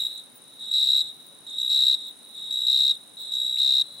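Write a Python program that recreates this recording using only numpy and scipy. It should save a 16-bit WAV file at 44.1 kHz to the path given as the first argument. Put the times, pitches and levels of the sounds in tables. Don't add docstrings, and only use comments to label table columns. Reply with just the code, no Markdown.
import sys
import numpy as np
from scipy import signal
from scipy.fft import rfft, irfft, next_fast_len
from scipy.io import wavfile
from scipy.ndimage import map_coordinates

SR = 44100
rng = np.random.default_rng(int(sys.argv[2]) if len(sys.argv) > 2 else 0)


def transcribe(u):
    v = np.clip(np.atleast_2d(u).T, -1, 1)
    q = np.round(v * 32767).astype(np.int16)
    wavfile.write(sys.argv[1], SR, q)


N = 176400


def crickets():
    # first stroke t/s, last stroke t/s, level/dB, f/Hz
    near_chirps = [(.7370, 1.0050, -15.5, 3867), (1.6995, 1.9405, -14, 3872), (2.6680, 2.9085, -14, 3863),
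                   (3.5845, 3.8110, -13.5, 3853)]
    second_chirps = [(-.2490, .0635, -20, 3802), (.7115, 1.0110, -18, 3846), (1.5815, 1.8950, -18.5, 3803),
                     (2.5065, 2.8215, -19, 3820), (3.3185, 3.5870, -19, 3812)]
    distant_chirps = [(-.110, .190, -35.5, 3854), (.593, .900, -32, 3810), (.790, 1.085, -32.5, 3832),
                      (1.466, 1.770, -32.5, 3794), (1.780, 2.080, -33, 3816), (2.345, 2.660, -33, 3806),
                      (2.640, 2.940, -31.5, 3810), (3.169, 3.480, -31.5, 3842), (3.700, 4.010, -39, 3893)]
    # t/ms, pitch offset/Hz, levels of harmonics 1, 2, 3/dB
    near_stroke = [(0, 210, -13, -38, -42), (1.2, 160, -2, -34, -38), (2.8, 105, 1, -33, -35),
                   (5.8, -20, -2.5, -24, -34), (8.3, -85, -.5, -26, -38), (10, -160, -6, -35, -36),
                   (12.3, -230, -20, -40, -40), (13.6, -60, -12, -35, -42), (15.3, 0, -18, -40, -46)]
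    second_stroke = [(0, -70, -14, -34, -46), (2, 10, -5, -28, -40), (4.5, 60, 1, -24, -33),
                     (7, 45, -4, -24, -25), (9.3, 35, -12, -27, -24), (11.8, -70, -8, -23, -34),
                     (14.5, -130, -15, -34, -46)]
    distant_stroke = [(0, 125, -2.5, -44, -68), (2.5, 76, 3.5, -21.5, -44), (7, -2, 1, -23.5, -29),
                      (12.5, -130, -2.5, -42, -46)]
    # f/Hz, phase/rad
    mic_phase = [(3500, -.04), (4300, -.1), (7700, .65), (11500, .7)]
    near = cricket(near_chirps, near_stroke, rate_hz=66.5, jitter_s=2e-5, onset_db=-2,
                   scrape_db=-34, overtone_db=1, scatter_db=0.3, detune=0.003)
    second = cricket(second_chirps, second_stroke, rate_hz=63.7, jitter_s=2e-5, onset_db=-1.5,
                     scrape_db=-40, overtone_db=2, scatter_db=0.3, detune=0.003)
    distant = cricket(distant_chirps, distant_stroke, rate_hz=64.3, jitter_s=2e-4, onset_db=-3,
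                      scrape_db=-39, overtone_db=2, scatter_db=1, detune=0.0035)
    mix = (among_trees(near, pan_db=2.2, wet_db=-16, t60_s=0.037)
           + among_trees(second, pan_db=0.7, wet_db=-14, t60_s=0.27)
           + among_trees(distant, pan_db=0.7, wet_db=-1, t60_s=0.16))
    return filtered(mix, lambda hz: np.exp(1j * np.outer([1, -1], curve(hz, mic_phase))))


def cricket(chirps, stroke, rate_hz, jitter_s, onset_db, scrape_db, overtone_db, scatter_db, detune):
    # f/Hz, gain/dB
    wing_response = [(2800, -24), (3300, -2), (3550, 3), (4100, -2), (4280, -7), (4550, -32), (7000, -17),
                     (7450, 0), (7950, -0.5), (8400, 0), (11000, -2), (11420, 1), (11750, -5.5),
                     (12300, -8), (14700, -15), (15200, -2)]
    # f/Hz, density/dB
    scrape_spectrum = [(1500, -51), (2000, -21), (2400, -9), (3200, -5.5), (4300, 3), (4800, -0.5),
                       (5500, -0.5), (6100, -8.5), (7200, -7.5), (9000, -3), (10400, -12), (11800, -3.5),
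                       (12600, -15), (14300, -13.5), (15200, -14), (16000, -10.5)]
    catch_db, catch_s = 12, 0.0024
    t, tone, scrape = clock(), np.zeros(N), np.zeros(N)
    knots_ms, glide_hz, note_db, second_db, third_db = np.transpose(stroke)
    harmonics_db = [note_db, second_db + overtone_db, third_db + overtone_db, note_db - 41]
    length_s = knots_ms[-1] / 1000
    for first_s, last_s, level_db, pitch_hz in chirps:
        draws = rng.standard_normal((40, 3))
        count = round((last_s - first_s) * rate_hz) + 1
        for k, due_s in enumerate(np.linspace(first_s, last_s, count)):
            late, soft, sharp = draws[k]
            start_s = due_s + jitter_s * late
            span = slice(*np.searchsorted(t, [start_s, start_s + length_s]))
            age_s = t[span] - start_s
            edge_s = np.minimum(age_s, length_s - age_s)
            fade = lambda fade_s: np.sin(np.pi / 2 * np.clip(edge_s / fade_s, 0, 1)) ** 2
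            along = lambda column: np.interp(1000 * age_s, knots_ms, column)
            cycles = np.cumsum(pitch_hz + along(glide_hz)) * (1 + detune * sharp) / SR
            phase = 2 * np.pi * (cycles + pitch_hz * age_s[:1])
            wave = sum(amp(along(db)) * np.sin(h * phase) for h, db in enumerate(harmonics_db, 1))
            gain = amp(level_db - scatter_db * soft + onset_db * 0.5 ** k)
            catch = 1 + amp(catch_db) * np.exp(-age_s / catch_s)
            tone[span] += gain * fade(0.00096) * wave
            scrape[span] += gain * fade(0.00067) * catch
    ring = filtered(tone, lambda hz: amp(curve(hz, wing_response)))
    return ring + amp(scrape_db) * scrape * noise(scrape_spectrum, correlation=0.92)


def among_trees(x, pan_db, wet_db, t60_s):
    t = np.arange(SR // 2) / SR
    mid, side = rng.standard_normal((2, len(t))) * amp(-60 * t / t60_s) * amp([[0], [-7]])
    echo = signal.fftconvolve(x, np.array([mid + side, mid - side]), axes=1)[:, :N]
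    return (x + amp(wet_db) * np.std(x) * unit(echo)) * amp([[pan_db / 2], [-pan_db / 2]])


def chorus():
    # f/Hz, density/dB
    spectrum = [(2900, -33), (3350, -30), (3600, -10.5), (3850, 1), (4050, -10), (4350, -40.5), (5000, -39),
                (6800, -69), (7700, -37), (8600, -32)]
    # t/s, level/dB
    levels = [(0, -31.5), (.35, -58), (.55, -49), (1.2, -48), (1.4, -53), (2.15, -54.5), (2.3, -46),
              (3.1, -51.5), (4, -52.5)]
    return amp(curve(clock(), levels)) * noise(spectrum, correlation=0.43)


def paired_trill():
    # t/s, rate/Hz
    pair_rates = [(0, 16.65), (.6, 16.62), (1, 16.45), (2, 16.67), (2.5, 16.61), (3, 16.45), (4, 16.46)]
    # f/Hz, density/dB
    spectrum = [(7800, -33), (8800, -19.5), (9200, -12), (9480, -2.5), (9800, -12), (10250, -16),
                (11000, -38)]
    pulse_s, gap_s, floor_db = 0.0032, 0.0204, -10.5
    rate_hz = curve(clock(), pair_rates)
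    offset_s = ((np.cumsum(rate_hz) / SR + 0.5) % 1 - 0.5) / rate_hz
    pairs = bump(offset_s, pulse_s) + 0.75 * bump(offset_s - gap_s, pulse_s)
    return amp(-50) * (pairs + amp(floor_db)) * noise(spectrum, correlation=0.61)


def even_trill():
    # f/Hz, density/dB
    spectrum = [(7000, -60), (7900, -3), (8500, -2), (9200, 2), (10300, -6), (11500, -22)]
    start_s, rise_s, rate_hz = 2.12, 0.08, 36
    age_s = clock() - start_s
    fade_in = np.clip(age_s / rise_s + 0.5, 0, 1)
    pulses = (0.5 + 0.5 * np.cos(2 * np.pi * rate_hz * age_s)) ** 2
    return amp(-56.5) * fade_in * pulses * noise(spectrum, correlation=0.33)


def lisps():
    # t/s, half width/s, level/dB
    calls = [(.06, 0.023, -53), (0.363, 0.022, -47), (1.265, .014, -50), (2.085, 0.023, -47),
             (3.215, 0.02, -46), (3.947, .015, -53)]
    # f/Hz, density/dB
    spectrum = [(10500, -40), (13000, -14), (14300, -2), (15200, 9), (16000, 4)]
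    return swells(calls) * noise(spectrum, correlation=0.24)


def ticks():
    # t/s, f/Hz, level/dB
    bursts = [(.137, 14000, -53), (.151, 13500, -44), (0.177, 7400, -44), (0.969, 13000, -34),
              (1.268, 12800, -54), (1.498, 7060, -45), (1.611, 6100, -43), (2.526, 6000, -44),
              (2.542, 6100, -47), (3.335, 6000, -46), (3.350, 5800, -41), (3.57, 2660, -39.5)]
    decay_s, width_oct = 0.0045, 0.18
    out = np.zeros((2, N))
    for start_s, centre_hz, db in bursts:
        age_s = clock() - start_s
        passband = lambda hz: np.exp(-(np.log2((hz + 1) / centre_hz) / width_oct) ** 2 / 2)
        band = filtered(rng.standard_normal((2, N)), passband)
        out += amp(db) * (age_s > 0) * np.exp(-abs(age_s) / decay_s) * unit(band)
    return out


def hoots():
    # t/s, half width/s, level/dB
    calls = [(1.335, 0.034, -66), (3.427, 0.042, -61.5), (3.90, 0.023, -62), (3.99, .03, -64)]
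    pitch_hz = 577 + 12 * wobble(40)
    return swells(calls) * unit(np.sin(2 * np.pi * np.cumsum(pitch_hz) / SR))


def night_air():
    # f/Hz, density/dB
    rumble_spectrum = [(15, -59), (25, -33), (92, -19), (118, -8.5), (200, -4), (234, -2), (427, -6),
                       (571, -7), (893, -10), (1290, -12), (2600, -19.5), (3380, -51), (5720, -120)]
    hiss_spectrum = [(2200, -14), (3000, 0), (4500, -5.5), (7000, -4.5), (11000, -6), (15500, -11.5)]
    hum_hz = 133 + 2.46 * wobble(6)
    hum = np.sin(2 * np.pi * np.cumsum(hum_hz) / SR) * amp(7.5 * wobble(4.47))
    rumble = noise(rumble_spectrum, correlation=0.2)
    hiss = noise(hiss_spectrum, correlation=0.12)
    return amp(-58) * rumble + amp(-61) * hiss + amp(-74.5) * unit(hum)


def amp(db):
    return 10 ** (np.asarray(db) / 20)


def unit(x):
    return x / np.sqrt(np.mean(x ** 2) + 1e-20)


def clock():
    return np.arange(N) / SR


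def curve(x, table):
    return np.interp(x, *np.transpose(table))


def bump(offset_s, half_width_s):
    return np.exp(-(offset_s / half_width_s) ** 2)


def swells(calls):
    return sum(amp(db) * bump(clock() - peak_s, half_width_s) for peak_s, half_width_s, db in calls)


def wobble(rate_hz):
    return map_coordinates(rng.standard_normal(2048), [clock() * rate_hz], mode="wrap")


def filtered(x, response):
    size = next_fast_len(N + 8192)
    return irfft(rfft(x, size) * response(np.fft.rfftfreq(size, 1 / SR)), size)[..., :N]


def noise(spectrum, correlation):
    knots_hz, db = np.transpose(spectrum)
    shape = lambda hz: amp(np.interp(np.log(hz + 1), np.log(knots_hz), db))
    low_cut = lambda hz: np.minimum(hz / knots_hz[0], 1) ** 2
    mid, side = filtered(rng.standard_normal((2, N)), lambda hz: shape(hz) * low_cut(hz))
    angle = np.arccos(correlation) / 2
    mid, side = np.cos(angle) * mid, np.sin(angle) * side
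    return unit(np.array([mid + side, mid - side]))


def scene():
    return (crickets() + chorus() + paired_trill() + even_trill() + lisps()
            + ticks() + hoots() + night_air())


def record(dry):
    return filtered(dry, lambda hz: hz < 15850)


dry = scene()
out = record(dry)
transcribe(out)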